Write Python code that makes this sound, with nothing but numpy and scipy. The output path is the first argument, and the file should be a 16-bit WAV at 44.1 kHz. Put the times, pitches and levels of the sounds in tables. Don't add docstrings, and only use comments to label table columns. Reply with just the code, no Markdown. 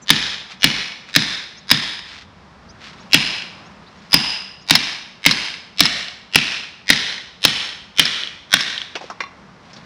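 import sys
import numpy as np
from scipy import signal
from scipy.fft import rfft, irfft
from scipy.io import wavfile
from scipy.ndimage import map_coordinates

SR = 44100
rng = np.random.default_rng(int(sys.argv[2]) if len(sys.argv) > 2 else 0)


def store_wav(level_fs):
    pcm = np.round(np.clip(np.atleast_2d(level_fs), -1, 1) * 32767)
    wavfile.write(sys.argv[1], SR, pcm.T.astype(np.int16))


N = 434385


def amp(db):
    return 10 ** (np.asarray(db) / 20)


def unit(x):
    return x / np.sqrt(np.mean(x ** 2) + 1e-20)


def shape(points, f_hz):
    knots_hz, level_db = np.transpose(points)
    return amp(np.interp(np.log(f_hz + 1), np.log(knots_hz), level_db))


def resonance(f_hz, centre_hz, width_hz):
    return 1 / np.sqrt(1 + ((f_hz ** 2 - centre_hz ** 2) / (f_hz * width_hz + 1e-6)) ** 2)


def colour(x, gain):
    size = 8192
    cepstrum = irfft(np.log(np.maximum(gain(np.fft.rfftfreq(size, 1 / SR)), 1e-6)))
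    cepstrum[1:size // 2] *= 2
    cepstrum[size // 2 + 1:] = 0
    pulse = irfft(np.exp(rfft(cepstrum)))
    return signal.fftconvolve(x, pulse / np.linalg.norm(pulse))[:len(x)]


def fade(t_s, t60_s):
    return np.exp(-np.log(1000) * t_s / t60_s)


def wobble(rate_hz):
    knots = rng.standard_normal(int(N * rate_hz / SR) + 4)
    return map_coordinates(knots, [np.arange(N) * rate_hz / SR])


def swell(peak_s, length_s):
    return np.exp(-((np.arange(N) / SR - peak_s) / length_s) ** 2)


def add(track, s, sound):
    start = max(round(s * SR), 0)
    track[start:start + len(sound)] += sound[:max(N - start, 0)]


# f/Hz, relative level/dB
RUMBLE_SPECTRUM = [(15, -19.5), (35, -13.5), (55, 6), (90, 4), (200, -15), (800, -68)]
CALM_DB, GUST_DB, GUST_S, GUST_LENGTH_S = -61.5, 11, 2.62, .45


def breeze():
    level_db = CALM_DB + GUST_DB * swell(GUST_S, GUST_LENGTH_S)
    rumble = unit(colour(rng.standard_normal(N), lambda f_hz: shape(RUMBLE_SPECTRUM, f_hz)))
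    return amp(level_db + 2.7 * wobble(4.4)) * rumble


# f/Hz, relative level/dB
TRAFFIC_SPECTRUM = [(20, -44), (50, -19), (130, -10), (190, -3), (290, -14), (450, -15), (700, -15),
                    (1050, -13.5), (1700, -18.5), (3000, -27), (5300, -30), (7500, -43.5), (11000, -56),
                    (14000, -70.5)]
# loudest t/s, length/s, swell above the wash/dB
VEHICLE_PASSES = [(0.203, 0.95, 2), (3.4, 1, 6.5), (9.85, 1, 4.5)]
TRAFFIC_DB = -49


def traffic():
    level_db = TRAFFIC_DB + sum(db * swell(s, length_s) for s, length_s, db in VEHICLE_PASSES)
    wash = unit(colour(rng.standard_normal(N), lambda f_hz: shape(TRAFFIC_SPECTRUM, f_hz)))
    return amp(level_db + 0.46 * wobble(5.1)) * wash


# t/s, start f/Hz, level/dB
BIRD_CHIRPS = [(.015, 6260, -42), (0.594, 4880, -44), (1.565, 4800, -41), (2.685, 4500, -44),
               (2.995, 5140, -50), (3.65, 5100, -51), (3.86, 3380, -47), (3.97, 5300, -58),
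               (4.605, 5100, -51)]
BIRD_HOME_HZ, BIRD_MAX_SLUR_HZ = 5850, 970
SYRINX_RATIO, SYRINX_SHARE = 1.19, .7


def birds(length_s=.035, waver_hz=90):
    out = np.zeros(N)
    u = np.linspace(0, 1, round(length_s * SR))
    for s, start_hz, db in BIRD_CHIRPS:
        slur_hz = np.clip(BIRD_HOME_HZ - start_hz, -BIRD_MAX_SLUR_HZ, BIRD_MAX_SLUR_HZ)
        waver = map_coordinates(rng.standard_normal(21), [20 * u])
        phase = 2 * np.pi * np.cumsum(start_hz + slur_hz * u + waver_hz * waver) / SR
        voices = np.sin(phase) + SYRINX_SHARE * np.sin(SYRINX_RATIO * phase)
        add(out, s, amp(db) * np.sin(np.pi * u) * voices)
    return out


STREET_DB, STREET_SAG_DB_PER_S, STREET_HOLD_S, STREET_FALL_DB_PER_S = -27.5, 24.5, 0.2, 85
YARD_DB, YARD_T60_S = -23, .14
FAR_DB, FAR_T60_S = -57, 3.5


def street(t_s):
    sag_db = STREET_SAG_DB_PER_S * np.minimum(t_s, STREET_HOLD_S)
    fall_db = STREET_FALL_DB_PER_S * np.maximum(t_s - STREET_HOLD_S, 0)
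    fronts = amp(STREET_DB - sag_db - fall_db)
    yard = amp(YARD_DB) * fade(t_s, YARD_T60_S)
    far = amp(FAR_DB) * fade(t_s, FAR_T60_S)
    return np.sqrt(fronts ** 2 + yard ** 2 + far ** 2)


# delay t/s, level/dB before street_db
WALL_ECHOES = [(.022, -20.5), (0.03, -18.5), (.06, -21.5), (.084, -28), (0.123, -27), (.163, -26.5),
               (.2215, -31), (0.24, -31.5), (.278, -31.5)]
ECHO_T60_S, ECHO_SMEAR = .011, .025


def impact(t60_s, street_db, swing_db=2, lumpy_db=2):
    t_s = np.arange(SR) / SR
    noise = rng.standard_normal(SR)
    swing = swing_db * rng.standard_normal(len(WALL_ECHOES))
    echoes = np.zeros(SR)
    for (delay_s, db), vary_db in zip(WALL_ECHOES, swing):
        snap = noise * fade(t_s, ECHO_T60_S + ECHO_SMEAR * delay_s)
        echoes += amp(db + vary_db) * np.interp(t_s - delay_s, t_s, snap, left=0)
    lumps = map_coordinates(rng.standard_normal(1024), [t_s * 380])
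    diffuse = rng.standard_normal(SR) * amp(lumpy_db * lumps * fade(t_s, 1.7))
    f_hz, age_s, z = signal.stft(diffuse * street(t_s) + echoes, SR, nperseg=256)
    air_db = -24 * age_s * (f_hz[:, None] / 10000) ** 2
    tail = signal.istft(z * amp(air_db), SR, nperseg=256)[1][:SR]
    return noise * fade(t_s, t60_s) + amp(street_db) * tail


# start t/s, length/s, level at mid-stroke/dB
SCRAPE_STROKES = [(0.473, 0.097, -38.5), (1.059, 0.086, -41), (2.024, 0.19, -37), (2.147, 0.12, -39),
                  (2.77, 0.19, -37.5), (2.848, 0.29, -48.5), (3.695, 0.8, -51.5), (8.923, 0.25, -44.5),
                  (9.523, 0.47, -50.5)]
# f/Hz, relative level/dB
GRIT_SPECTRUM = [(300, -24), (1000, 2.5), (1900, 7.5), (4000, 5.5), (5500, 0.5), (7500, -14),
                 (11000, -30.5), (16000, -49.5)]


def scraping():
    stroke = np.zeros(N)
    for s, length_s, db in SCRAPE_STROKES:
        add(stroke, s, amp(db) * np.hanning(round(length_s * SR)))
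    hits = rng.random(N) < 3500 / SR
    grains = rng.standard_normal(N) * hits * amp(2.0 * wobble(90))
    return stroke * unit(colour(grains, lambda f_hz: shape(GRIT_SPECTRUM, f_hz)))


# f/Hz, t60/s, relative level/dB
TOOL_MODES = [(1100, 0.052, 4), (2034, 0.049, 4), (2380, 0.047, -0.5), (2750, 0.044, -2.5),
              (3590, 0.032, -4.5), (4080, 0.027, -2.5), (5590, 0.044, -9)]
# t/s, level/dB
TOOL_CONTACTS = [(9.205, -20.5), (9.237, -28.5)]


def tool_down(attack_s=0.00018):
    out, t_s = np.zeros(N), np.arange(SR) / SR
    for s, db in TOOL_CONTACTS:
        ring = np.zeros(SR)
        for f_hz, t60_s, mode_db in TOOL_MODES:
            phase = 2 * np.pi * f_hz * t_s + rng.uniform(0, np.pi)
            ring += amp(mode_db) * fade(t_s, t60_s) * np.sin(phase)
        ring *= (1 - np.exp(-t_s / attack_s)) ** 2
        scatter = unit(rng.standard_normal(SR) * fade(t_s, 0.25)) / np.sqrt(SR)
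        clink = signal.fftconvolve(ring, scatter)[:SR]
        add(out, s, amp(db) * (ring + amp(-7) * clink))
    return out


# t/s, relative level/dB, pitch f/Hz
LIGHT_KNOCKS = [(8.954, -9, 2700), (8.963, -22, 895), (9.011, -18.5, 810), (9.04, -24, 480),
                (9.1, -11.5, 1130), (9.204, -11, 2026), (9.732, -27, 5260), (9.763, -26, 3880)]
# f/Hz, relative level/dB
TAP_SPECTRUM = [(80, -21), (350, 3), (1100, 1.5), (2300, -5.5), (3200, -11.5), (5600, -4), (8000, -25.5),
                (15000, -54)]
KNOCK_DB = -10.5


def knocks():
    out = np.zeros(N)
    for s, db, pitch_hz in LIGHT_KNOCKS:
        def gain(f_hz):
            peak = amp(13.5) * resonance(f_hz, pitch_hz, .4 * pitch_hz) ** 2
            return shape(TAP_SPECTRUM, f_hz) * (1 + peak)
        add(out, s, amp(db + KNOCK_DB) * colour(impact(t60_s=0.087, street_db=-2.0), gain))
    return out


SLAP_FROM_S = 7.7
SLAP_DB, SLAP_STEP_DB = -8.5, -8


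def slaps():
    out, t_s = np.zeros(N), np.arange(SR // 10) / SR
    for s in [row[0] for row in HAMMER_BLOWS if row[0] > SLAP_FROM_S]:
        for k, (delay_s, _) in enumerate(WALL_ECHOES[-2:]):
            burst = rng.standard_normal(len(t_s)) * fade(t_s, 0.0078)
            tick = colour(burst, lambda f_hz: resonance(f_hz, 3400, 1170) ** 3)
            add(out, s + delay_s, amp(SLAP_DB + k * SLAP_STEP_DB) * tick)
    return out


# f/Hz, relative level/dB
THUD_SPECTRUM = [(20, -51), (40, -25), (55, -1.5), (80, -14), (120, 1.5), (200, 3.5), (320, -1),
                 (450, -14.5), (900, -29.5), (3000, -57.5)]


def thud(pillar, change_db=-7):
    t_s = np.arange(SR) / SR
    decay = fade(t_s, 0.075) + amp(-8) * fade(t_s, 0.45)
    push = (pillar + amp(change_db) * rng.standard_normal(SR)) * decay
    return colour(push, lambda f_hz: shape(THUD_SPECTRUM, f_hz))


# (0-1, scales chisel_db)
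CHISEL_MODES = [(.185, 380, -16.5, 0.8), (1, 260, -1.5, 1), (1.909, 270, -18, 0.6),
                (2.74, 250.4, -30.5, 0.4)]
# f/Hz, relative level/dB
CRACK_SPECTRUM = [(40, -25), (200, -13.5), (550, -13), (900, -12.5), (1250, -9.5), (1700, -2), (2600, -1.5),
                  (4000, 0), (4700, -5.5), (5800, -8), (7200, -20), (9000, -26.5), (12000, -43.5),
                  (16000, -56.5)]
# f/Hz, width/Hz before squaring
BRICK_MODE = (1800, 560)
CLANK_WIDTH_HZ = 560


def clank(brick_db, clank_hz, clank_db, chisel_hz, chisel_db, t60_s, street_db, ripple_db=2, ripple_hz=170):
    knots = rng.standard_normal(1024)

    def gain(f_hz):
        bar = sum(amp(db + share * chisel_db) * resonance(f_hz, k * chisel_hz, width_hz) ** 2
                  for k, width_hz, db, share in CHISEL_MODES)
        seat = amp(clank_db) * resonance(f_hz, clank_hz, CLANK_WIDTH_HZ) ** 2
        brick = amp(brick_db) * resonance(f_hz, *BRICK_MODE) ** 2
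        ripple = amp(ripple_db * map_coordinates(knots, [f_hz / ripple_hz]))
        return shape(CRACK_SPECTRUM, f_hz) * ripple + seat + brick + bar
    return colour(impact(t60_s, street_db), gain)


# t/s, level/dB
CLOSE_CLANKS = [(3.1323, -5), (4.1305, -9), (4.7526, 1), (5.3105, -4.5), (5.8549, -6), (8.0533, -12),
                (8.6068, -10.5)]


def close_clanks():
    out = np.zeros(N)
    for s, db in CLOSE_CLANKS:
        contact = clank(brick_db=-12, clank_hz=4200, clank_db=7, chisel_hz=5204, chisel_db=14.0,
                        t60_s=0.039, street_db=-24.5)
        add(out, s, amp(db) * contact)
    return out


def stepped_rise(x, step_s=.0104, fall_db=-11.0, blur_db=-9, count=4):
    size = round(step_s * SR)
    high_pass = signal.butter(1, 1200, "high", fs=SR, output="sos")
    bright = signal.sosfilt(high_pass, x[:8 * size])
    step = unit(bright[:size]) + amp(blur_db) * unit(bright[-size:])
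    return np.concatenate([amp(fall_db * k) * step for k in reversed(range(count))])


# t/s, strength level/dB, clank f/Hz, clank level/dB, chisel f/Hz, chisel level/dB
HAMMER_BLOWS = [(0.1033, -0.5, 3450, -5, 5180, -1), (0.6422, -1.5, 2310, -2, 5170, -3),
                (1.1618, -1.5, 3730, -2, 5090, 2), (1.7137, -2, 3510, 5, 5080, 6.5),
                (3.1436, 0, 2730, 3, 5100, 3), (4.1411, 0.5, 2790, 7, 5013, 17.5),
                (4.7079, -1, 2075, -9, 5220, 0), (5.2625, -1, 2650, -9, 5080, 0.5),
                (5.805, -1, 3400, -17.5, 5220, -5), (6.357, -0.5, 2650, 2.5, 5070, -4.5),
                (6.9018, 0, 3390, -8.5, 5090, -5), (7.4503, -1, 3236, -6, 5280, -4),
                (7.995, -0.5, 3280, 0.5, 5290, -6), (8.5386, -1.5, 3550, 1.5, 5270, -6.5)]
BLOW_DB, RISE_DB = 10.5, -16
BRICK_DB, TIGHT_HZ, BRICK_DB_PER_OCTAVE = -2, 3740, 45.5
THUD_DB, LOOSE_FROM_S, THUD_LOSS_DB_PER_S = -17, 5.2, 2.8


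def hammering():
    out, pillar = np.zeros(N), rng.standard_normal(SR)
    for s, db, clank_hz, clank_db, chisel_hz, chisel_db in HAMMER_BLOWS:
        brick_db = clank_db + BRICK_DB + BRICK_DB_PER_OCTAVE * np.log2(clank_hz / TIGHT_HZ)
        thud_db = THUD_DB - THUD_LOSS_DB_PER_S * max(s - LOOSE_FROM_S, 0)
        steel = clank(brick_db, clank_hz, clank_db, chisel_hz, chisel_db, t60_s=.017, street_db=-2.0)
        blow = amp(db + BLOW_DB) * steel
        rise = amp(RISE_DB) * stepped_rise(blow)
        add(out, s - len(rise) / SR, rise)
        add(out, s, blow + amp(thud_db) * thud(pillar))
    return out


def scene():
    background = breeze() + traffic() + birds()
    handling = scraping() + tool_down() + knocks()
    mono = background + handling + slaps() + close_clanks() + hammering()
    return np.array([mono, mono])


TOP_HZ = 16100


def record(dry):
    low_pass = signal.firwin(161, TOP_HZ, fs=SR, window="blackman")
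    return signal.fftconvolve(np.clip(dry, -1, 1), low_pass[None], mode="same", axes=1)


dry = scene()
out = record(dry)
store_wav(out)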